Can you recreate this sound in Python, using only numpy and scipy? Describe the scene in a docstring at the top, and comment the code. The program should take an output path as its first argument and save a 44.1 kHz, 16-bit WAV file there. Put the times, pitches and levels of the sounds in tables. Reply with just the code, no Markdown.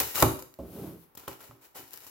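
"""A putty knife pries the thin skin of a hollow door off its frame, close by in a workshop.
Tearing glue and fibres are bursts of tiny random clicks plus knocks coloured like wood; a snap lets go
and the hollow panel booms as a set of fading tones. The skin drops back with a pat, a hand slides over it
as filtered grains, then the blade clicks into the gap and scrapes along it. Quiet noise and a short tail
make the room."""
import sys
import numpy as np
from scipy import signal
from scipy.fft import rfft, irfft
from scipy.io import wavfile

SR = 44100
rng = np.random.default_rng(int(sys.argv[2]) if len(sys.argv) > 2 else 0)


def dump(signal):
    """Clip the signal to [-1, 1] and save it as 16-bit WAV at the path in sys.argv[1]."""
    limited = np.clip(np.atleast_2d(signal).T, -1, 1)
    pcm = np.round(limited * 32767).astype(np.int16)
    wavfile.write(sys.argv[1], SR, pcm)


N = 92874  # length in samples
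GRAINS_PER_S, GRAIN_SPREAD_DB = 9000, 4  # average rate, usual unevenness of size
TREBLE_SAME = 0.11  # likeness of bright sounds on the two sides, 0-1


def amp(db):
    """Turns decibels into gain."""
    return 10 ** (np.asarray(db) / 20)


def unit(x):
    """Scales a sound to rms 1."""
    return x / np.sqrt(np.mean(x ** 2) + 1e-20)


def read(points, hz, axis=1):
    """Reads a column of a table on a log-frequency axis."""
    table = np.transpose(points)
    return np.interp(np.log(hz + 1), np.log(table[0]), table[axis])


def add(mix, s, sound):
    """Mixes a sound in at time s, cutting what runs past the end."""
    part = mix[..., max(round(s * SR), 0):][..., :sound.shape[-1]]
    part += sound[..., :part.shape[-1]]


def colour(x, points, size=8192):
    """Gives a sound the spectrum in a table, with a filter of unit energy that never acts early."""
    hz = abs(np.fft.fftfreq(size, 1 / SR))
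    log_gain = np.log(amp(read(points, hz)))
    # minimum phase: the filter's energy comes as soon as possible
    spectrum = np.exp(np.conj(signal.hilbert(log_gain)))
    taps = np.fft.ifft(spectrum).real[:size // 2]
    taps = taps[None] / np.linalg.norm(taps)
    return signal.fftconvolve(np.atleast_2d(x), taps, axes=1)[:, :N]


def resonate(x, hz, width):
    """Rings one resonance, scaled to the level of a noise that drives it."""
    b, a = signal.iirpeak(hz, hz / width, SR)
    return signal.lfilter(b, a, x) * np.sqrt(SR / np.pi / width)


def grains(spread_db=GRAIN_SPREAD_DB):
    """Makes dense tiny slips: clicks of random size, sign and timing, at rms 1."""
    size = amp(spread_db * np.minimum(rng.exponential(1, N), 4))
    sign = rng.choice([-1, 1], N)
    happens = rng.random(N) < GRAINS_PER_S / SR
    return unit(size * sign * happens)


def spread(same, spread_db=GRAIN_SPREAD_DB):
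    """Makes slips as heard on two sides, mixing shared grains with separate ones."""
    same = np.clip(same, 0, 1)
    shared = grains(spread_db)
    separate = np.array([grains(spread_db), grains(spread_db)])
    return np.sqrt(same) * shared + np.sqrt(1 - same) * separate


# colour of the quiet room noise: f/Hz, relative level per Hz/dB
FLOOR_COLOUR = [(20, -4), (70, -3.5), (150, -11), (350, -10), (1000, -6.5), (3000, -22), (8000, -31),
                (14000, -19)]
FLOOR_DB = -66.5


def room_noise():
    """Steady filtered noise, unrelated on the two sides."""
    return amp(FLOOR_DB) * colour(rng.standard_normal((2, N)), FLOOR_COLOUR)


# how the workshop's tail fades: f/Hz, time to fade by 60 dB/s, relative level of the tail/dB
ROOM_TAIL = [(60.8, 0.32, -11.5), (243.4, 0.44, -5.5), (1000, 0.41, -7.5), (3030, 0.41, -5.5),
             (7100, .44, -7.5), (15300, 0.43, -4)]
# likeness of the tail on the two sides: f/Hz, likeness/0-1
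ROOM_LIKENESS = [(100, 0.8), (400, 0.63), (1200, 0), (3000, 0.02)]
ROOM_BUILD_S = 0.0023


def workshop(x):
    """A short diffuse tail of fading noise, alike on both sides mainly in the bass."""
    hz, t, z = signal.stft(rng.standard_normal((2, SR)), SR, nperseg=256)
    t60 = read(ROOM_TAIL, hz)[:, None]
    level = amp(read(ROOM_TAIL, hz, axis=2))[:, None]
    same = np.clip(read(ROOM_LIKENESS, hz), 0, 1)[:, None]
    z = np.array([z[0], same * z[0] + np.sqrt(1 - same ** 2) * z[1]])
    shape = np.exp(-np.log(1000) * t / t60) * (1 - np.exp(-t / ROOM_BUILD_S))
    shape /= np.sqrt(SR * np.mean(shape ** 2, axis=1, keepdims=True))
    tail = signal.istft(z * shape * level, SR, nperseg=256)[1]
    return signal.fftconvolve(x, tail, axes=1)[:, :N]


# left minus right at a share of 1: f/Hz, level difference/dB
SIDE_BALANCE = [(50, -3.5), (300, -1.5), (1200, -2.5), (2500, -2), (6000, 1), (9000, 5), (12000, 3.5),
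                (16000, 20)]


def place(x, share, lag_s=0):
    """Leans the body of the sound right and its highest treble left; lag_s delays the left side."""
    hz = np.fft.rfftfreq(2 * N, 1 / SR)
    lean = amp(share * read(SIDE_BALANCE, hz) / 2)
    left = lean * np.exp(-2j * np.pi * hz * lag_s)
    right = 1 / lean
    return irfft(rfft(x, 2 * N) * np.array([left, right]))[:, :N]


# loudness of the sliding hand before colouring: t/s, rubbing level/dB, swish level/dB
HAND_SLIDE = [(0.598, -52.5, -64.5), (.69, -56, -58), (.735, -53, -52), (0.799, -46, -52),
              (.875, -46.5, -52), (.91, -52, -55.5), (0.971, -59, -63), (1.041, -70.5, -61),
              (1.1, -88, -87)]
# humming of the panel under the hand: f/Hz, width/Hz, level relative to the drag/dB
HUM_MODES = [(174, 20, -1), (312, 45, -7), (385, 40, -9)]
# colours of the pat, the low rub and the fine swish: f/Hz, relative level per Hz/dB
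PAT_COLOUR = [(25, -39), (65, 6.5), (120, -15), (260, 4.5), (400, 1), (550, -2), (800, -13.5), (1100, -21),
              (1800, -39.5), (6000, -43)]
RUB_COLOUR = [(25, -51), (65, 1.5), (120, -2), (200, 2.5), (400, 1.5), (520, -12), (700, -13.5),
              (950, -19.5), (1600, -24.5), (5000, -71.5)]
SWISH_COLOUR = [(200, -9.5), (1500, -5.5), (4000, -5.5), (6000, -7), (8500, -8), (12500, 4), (16000, -6)]
PALM_S, PALM_DB, PALM_T60_S, PALM_PUSH_DB = .5893, -34, 0.24, -11  # levels before colouring


def hand():
    """A dull pat, then skin dragging over the panel: a low rub that sets it humming, and a fine swish."""
    t, pat = np.arange(N) / SR, np.zeros(N)
    add(pat, PALM_S, amp(PALM_DB) * np.exp(-np.log(1000) * t / PALM_T60_S))
    pat = pat * grains(spread_db=1.6)
    add(pat, PALM_S, amp([PALM_PUSH_DB]))  # one sharp push at the start
    at, rub_db, swish_db = np.transpose(HAND_SLIDE)
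    touching = (t > at[0]) * (t < at[-1])
    rub = amp(np.interp(t, at, rub_db)) * touching
    swish = amp(np.interp(t, at, swish_db)) * touching
    drag = rub * grains()
    hum = sum(amp(db) * resonate(drag, hz, width) for hz, width, db in HUM_MODES)
    low_rub = amp(4.5) * colour(drag, RUB_COLOUR)
    fine_swish = colour(swish * spread(TREBLE_SAME, spread_db=3.0), SWISH_COLOUR)
    return colour(pat, PAT_COLOUR) + low_rub + hum + fine_swish


# low creaks and brief blade rings: t/s of the middle, length to each side/s, f/Hz, width/Hz, level/dB
CREAKS_AND_RINGS = [(0.177, 0.0086, 1284, 90, -33), (1.174, 0.0037, 3440, 247, -50),
                    (1.2802, 0.0031, 3030, 400, -43), (1.777, .025, 795, 89, -56)]


def creaks_and_rings():
    """Short narrow-band sounds, grains through a resonance: low creaks of the wood, brief blade rings."""
    t, out = np.arange(N) / SR, np.zeros(N)
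    for s, length, hz, width, db in CREAKS_AND_RINGS:
        swell = np.exp(-((t - s) / length) ** 2)
        out += amp(db) * swell * resonate(grains(spread_db=1.9), hz, width)
    return out


# pushes on the whole panel: t/s, level/dB, thin below f/Hz, dull above f/Hz
PUSHES = [(0.028, -40.5, 30, 112), (0.225, -16, 50.3, 1800), (.262, -25.5, 40.6, 510),
          (0.5885, -38, 219, 684), (0.867, -42.5, 144, 405), (1.2797, -43, 136, 1400),
          (1.492, -46, 90.3, 205), (1.549, -56, 245, 700), (1.789, -49, 153, 620)]
# tones of the hollow panel: f/Hz, relative level/dB, time to fade by 60 dB/s
PANEL_MODES = [(60.6, -20, 0.39), (79.1, -13, .25), (117.4, 1, .19), (139.6, -7, 0.25), (218, -9, 0.15),
               (256.9, -2.5, 0.21), (280.9, -3, .24), (337.3, -0.5, 0.16), (382.1, 0, 0.2),
               (522.3, -12.5, 0.18), (608.7, -9, 0.24), (818.6, -6, 0.075), (1029.4, 6.5, 0.032),
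               (1290, -8.5, 0.042)]
PANEL_RISE_S = 0.0022


def panel():
    """The hollow door rings after each push; where and how softly it is pushed selects the modes."""
    out, t = np.zeros(N), np.arange(SR) / SR
    for s, db, thin_hz, dull_hz in PUSHES:
        ring = np.zeros(SR)
        for hz, level, t60 in PANEL_MODES:
            dulling = np.hypot(1, (hz / dull_hz) ** 2)
            thinning = np.hypot(1, (thin_hz / hz) ** 2)
            fade = np.exp(-np.log(1000) * t / t60)
            ring += amp(level) * fade * np.sin(2 * np.pi * hz * t) / dulling / thinning
        add(out, s, -amp(db) * ring * (1 - np.exp(-t / PANEL_RISE_S)))
    return out


# ring of the thin steel blade: f/Hz, width/Hz, level relative to the slips/dB
BLADE_MODES = [(1935, 60, -27), (2950, 350, -17), (3940, 200, -24), (5590, 220, -24), (7300, 350, -22)]
# colour of the crackle at the edge: f/Hz, relative level per Hz/dB
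CRACKLE_COLOUR = [(100, -36.5), (800, -19.5), (1800, -3.5), (2800, -12), (4200, -3.5), (5600, -4),
                  (7300, -3), (8400, -8.5), (10000, -3.5), (12500, 1.5), (16000, -8)]


def blade(x):
    """Slips at the edge: a bright crackle with a trace of the steel's ring."""
    ring = sum(amp(db) * resonate(x, hz, width) for hz, width, db in BLADE_MODES)
    return colour(x, CRACKLE_COLOUR) + ring


# strokes of the blade, levels before clumping and colouring:
# t/s, length/s, edge level/dB, wood level/dB, rise/s, release/s
STROKES = [(0, 0.016, -28.5, -30.5, 0.0032, 0.024), (0.039, 0.081, -43.5, -54.5, 0.0056, 0.085),
           (0.142, 0.0775, -32.5, -38, 0.015, 0.0079), (1.168, 0.025, -54.5, -55.5, 0.01, 0.09),
           (1.28, 0.058, -54.5, -53, 0.0055, 0.016), (1.389, 0.022, -52.5, -53.5, 0.019, 0.075),
           (1.609, 0.047, -58, -62.5, 0.015, 0.025), (1.745, 0.042, -46, -49.5, 0.01, 0.044),
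           (1.86, 0.054, -63, -79, 0.014, 0.014), (1.913, .07, -52, -58, 0.024, 0.012),
           (2.002, 0.16, -54, -60.5, 0.012, .03)]
# single fibres snapping at the blade: t/s, level before the sides are set/dB
FIBRE_SNAPS = [(1.852, -41), (1.88, -35), (1.9083, -31.5), (1.934, -20.5), (1.9605, -31), (1.975, -24.5),
               (2.005, -32), (2.0735, -46)]
# colour of the rasp in the wood: f/Hz, relative level per Hz/dB
RASP_COLOUR = [(30, -35), (75, -4), (160, -9), (290, -2.5), (500, -2.5), (690, -4.5), (830, -2), (1030, -2),
               (1160, -10), (1350, -2), (1650, -11.5), (2300, -9), (3500, -15), (8000, -32)]
CLUMP_S, CLUMP_DB = 0.0064, 1.58  # how long the unevenness lasts, its rms swing


def scraping():
    """Strokes of the blade in uneven clumps, with single fibres snapping: (edge, rasp in the wood)."""
    t = np.arange(N) / SR
    edge, wood, ticks = np.zeros((3, N))
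    wander = signal.lfilter([1], [1, -np.exp(-1 / CLUMP_S / SR)], rng.standard_normal(N))
    clumps = amp(CLUMP_DB * unit(wander))
    for s, length, db, wood_db, rise, release in STROKES:
        fade = np.exp(-np.maximum(t - s - length, 0) / release)
        stroke = clumps * np.clip((t - s) / rise, 0, 1) * fade
        edge += amp(db) * stroke
        wood += amp(wood_db) * stroke
    for s, db in FIBRE_SNAPS:
        add(ticks, s, amp([db]))
    ticks = ticks * amp([[4], [-3]])  # left, right
    return blade(edge * spread(TREBLE_SAME) + ticks), colour(wood * spread(0.46), RASP_COLOUR)


# fractures and blade catches, levels before colouring: t/s, length/s, crack level/dB, wood knock level/dB
FRACTURES = [(.001, 0.0038, -18.5, -31.5), (0.01, 0.0038, -32, -31.5), (0.156, 0.0016, -21.5, -56),
             (0.2014, 0.0024, -20.5, -29), (0.2186, 0.003, -35, -27), (0.2239, 0.0036, -14, -9.5),
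             (0.226, 0.0026, -24.5, -10.5), (0.2292, 0.0059, -23, -19.5), (0.39, 0.015, -45, -46),
             (0.4233, .004, -38.5, -50.5), (0.54, 0.0022, -47.5, -63), (1.151, 0.0078, -50.5, -55),
             (1.174, 0.0067, -40.5, -47), (1.198, .002, -45, -68), (1.236, 0.0029, -62, -47.5),
             (1.2795, 0.0072, -37, -31.5), (1.294, 0.021, -52, -64), (1.511, 0.0025, -58, -42.5),
             (1.938, 0.0035, -41, -46.5), (2.066, 0.017, -46, -53)]
# colour of the knock in the wood: f/Hz, relative level per Hz/dB
KNOCK_COLOUR = [(30, -28), (70, 1), (160, -7), (370, -3), (600, -4), (720, -13), (850, -2.5), (1030, -5.5),
                (1160, -8.5), (1350, -7.5), (1600, -19), (3000, -27), (8000, -43)]
# decay time of the knock's ring, its level, and that of the burst in the rattle
KNOCK_RING_S, KNOCK_RING_DB, KNOCK_RATTLE_DB = .010, -9, -2


def cracking():
    """Each fracture is a burst of breaking fibres and a blow that rattles on in the wood: (edge, knock)."""
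    t = np.arange(SR // 8) / SR
    edge, rattle, blows = np.zeros((3, N))
    for s, length, db, wood_db in FRACTURES:
        burst = np.exp(-(t / length) ** 2)
        ring = amp(KNOCK_RING_DB) * np.exp(-t / KNOCK_RING_S)
        add(edge, s, amp(db) * burst)
        # one click, stronger for a longer burst
        add(blows, s, amp([wood_db]) * np.linalg.norm(burst) * amp(-3.5))
        add(rattle, s, amp(wood_db) * np.maximum(amp(KNOCK_RATTLE_DB) * burst, ring))
    crackle = blade(edge * spread(TREBLE_SAME, spread_db=5.0))
    knock = colour(blows + rattle * spread(0.59, spread_db=2.2), KNOCK_COLOUR)
    return crackle, knock


def scene():
    """Door and blade in the room; the blade reaches the right side first, its highest treble leaning left."""
    edge, wood = np.add(scraping(), cracking())
    door = wood + panel() + creaks_and_rings() + hand()
    air = room_noise()
    direct = place(edge, share=1.2, lag_s=0.0002175) + place(door, share=1.0)
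    tail = place(workshop(edge + door), share=0.29)
    return amp(-1.5) * (direct + tail) + place(air, share=.5)


LOW_CUT_HZ, EDGE_HZ = 44, 16050  # lower and upper limits of the band
CEILING = .75  # level that rounded peaks approach


def record(dry):
    """The recorder cuts the deep bass, rounds off the highest peaks and limits the band."""
    low_cut = signal.butter(2, LOW_CUT_HZ, "highpass", fs=SR, output="sos")
    dry = signal.sosfilt(low_cut, dry)
    rounded = CEILING * np.tanh(dry / CEILING)
    band_limit = signal.firwin(401, EDGE_HZ, window=("kaiser", 8), fs=SR)
    return signal.oaconvolve(rounded, band_limit[None], "same")


dry = scene()
out = record(dry)
dump(out)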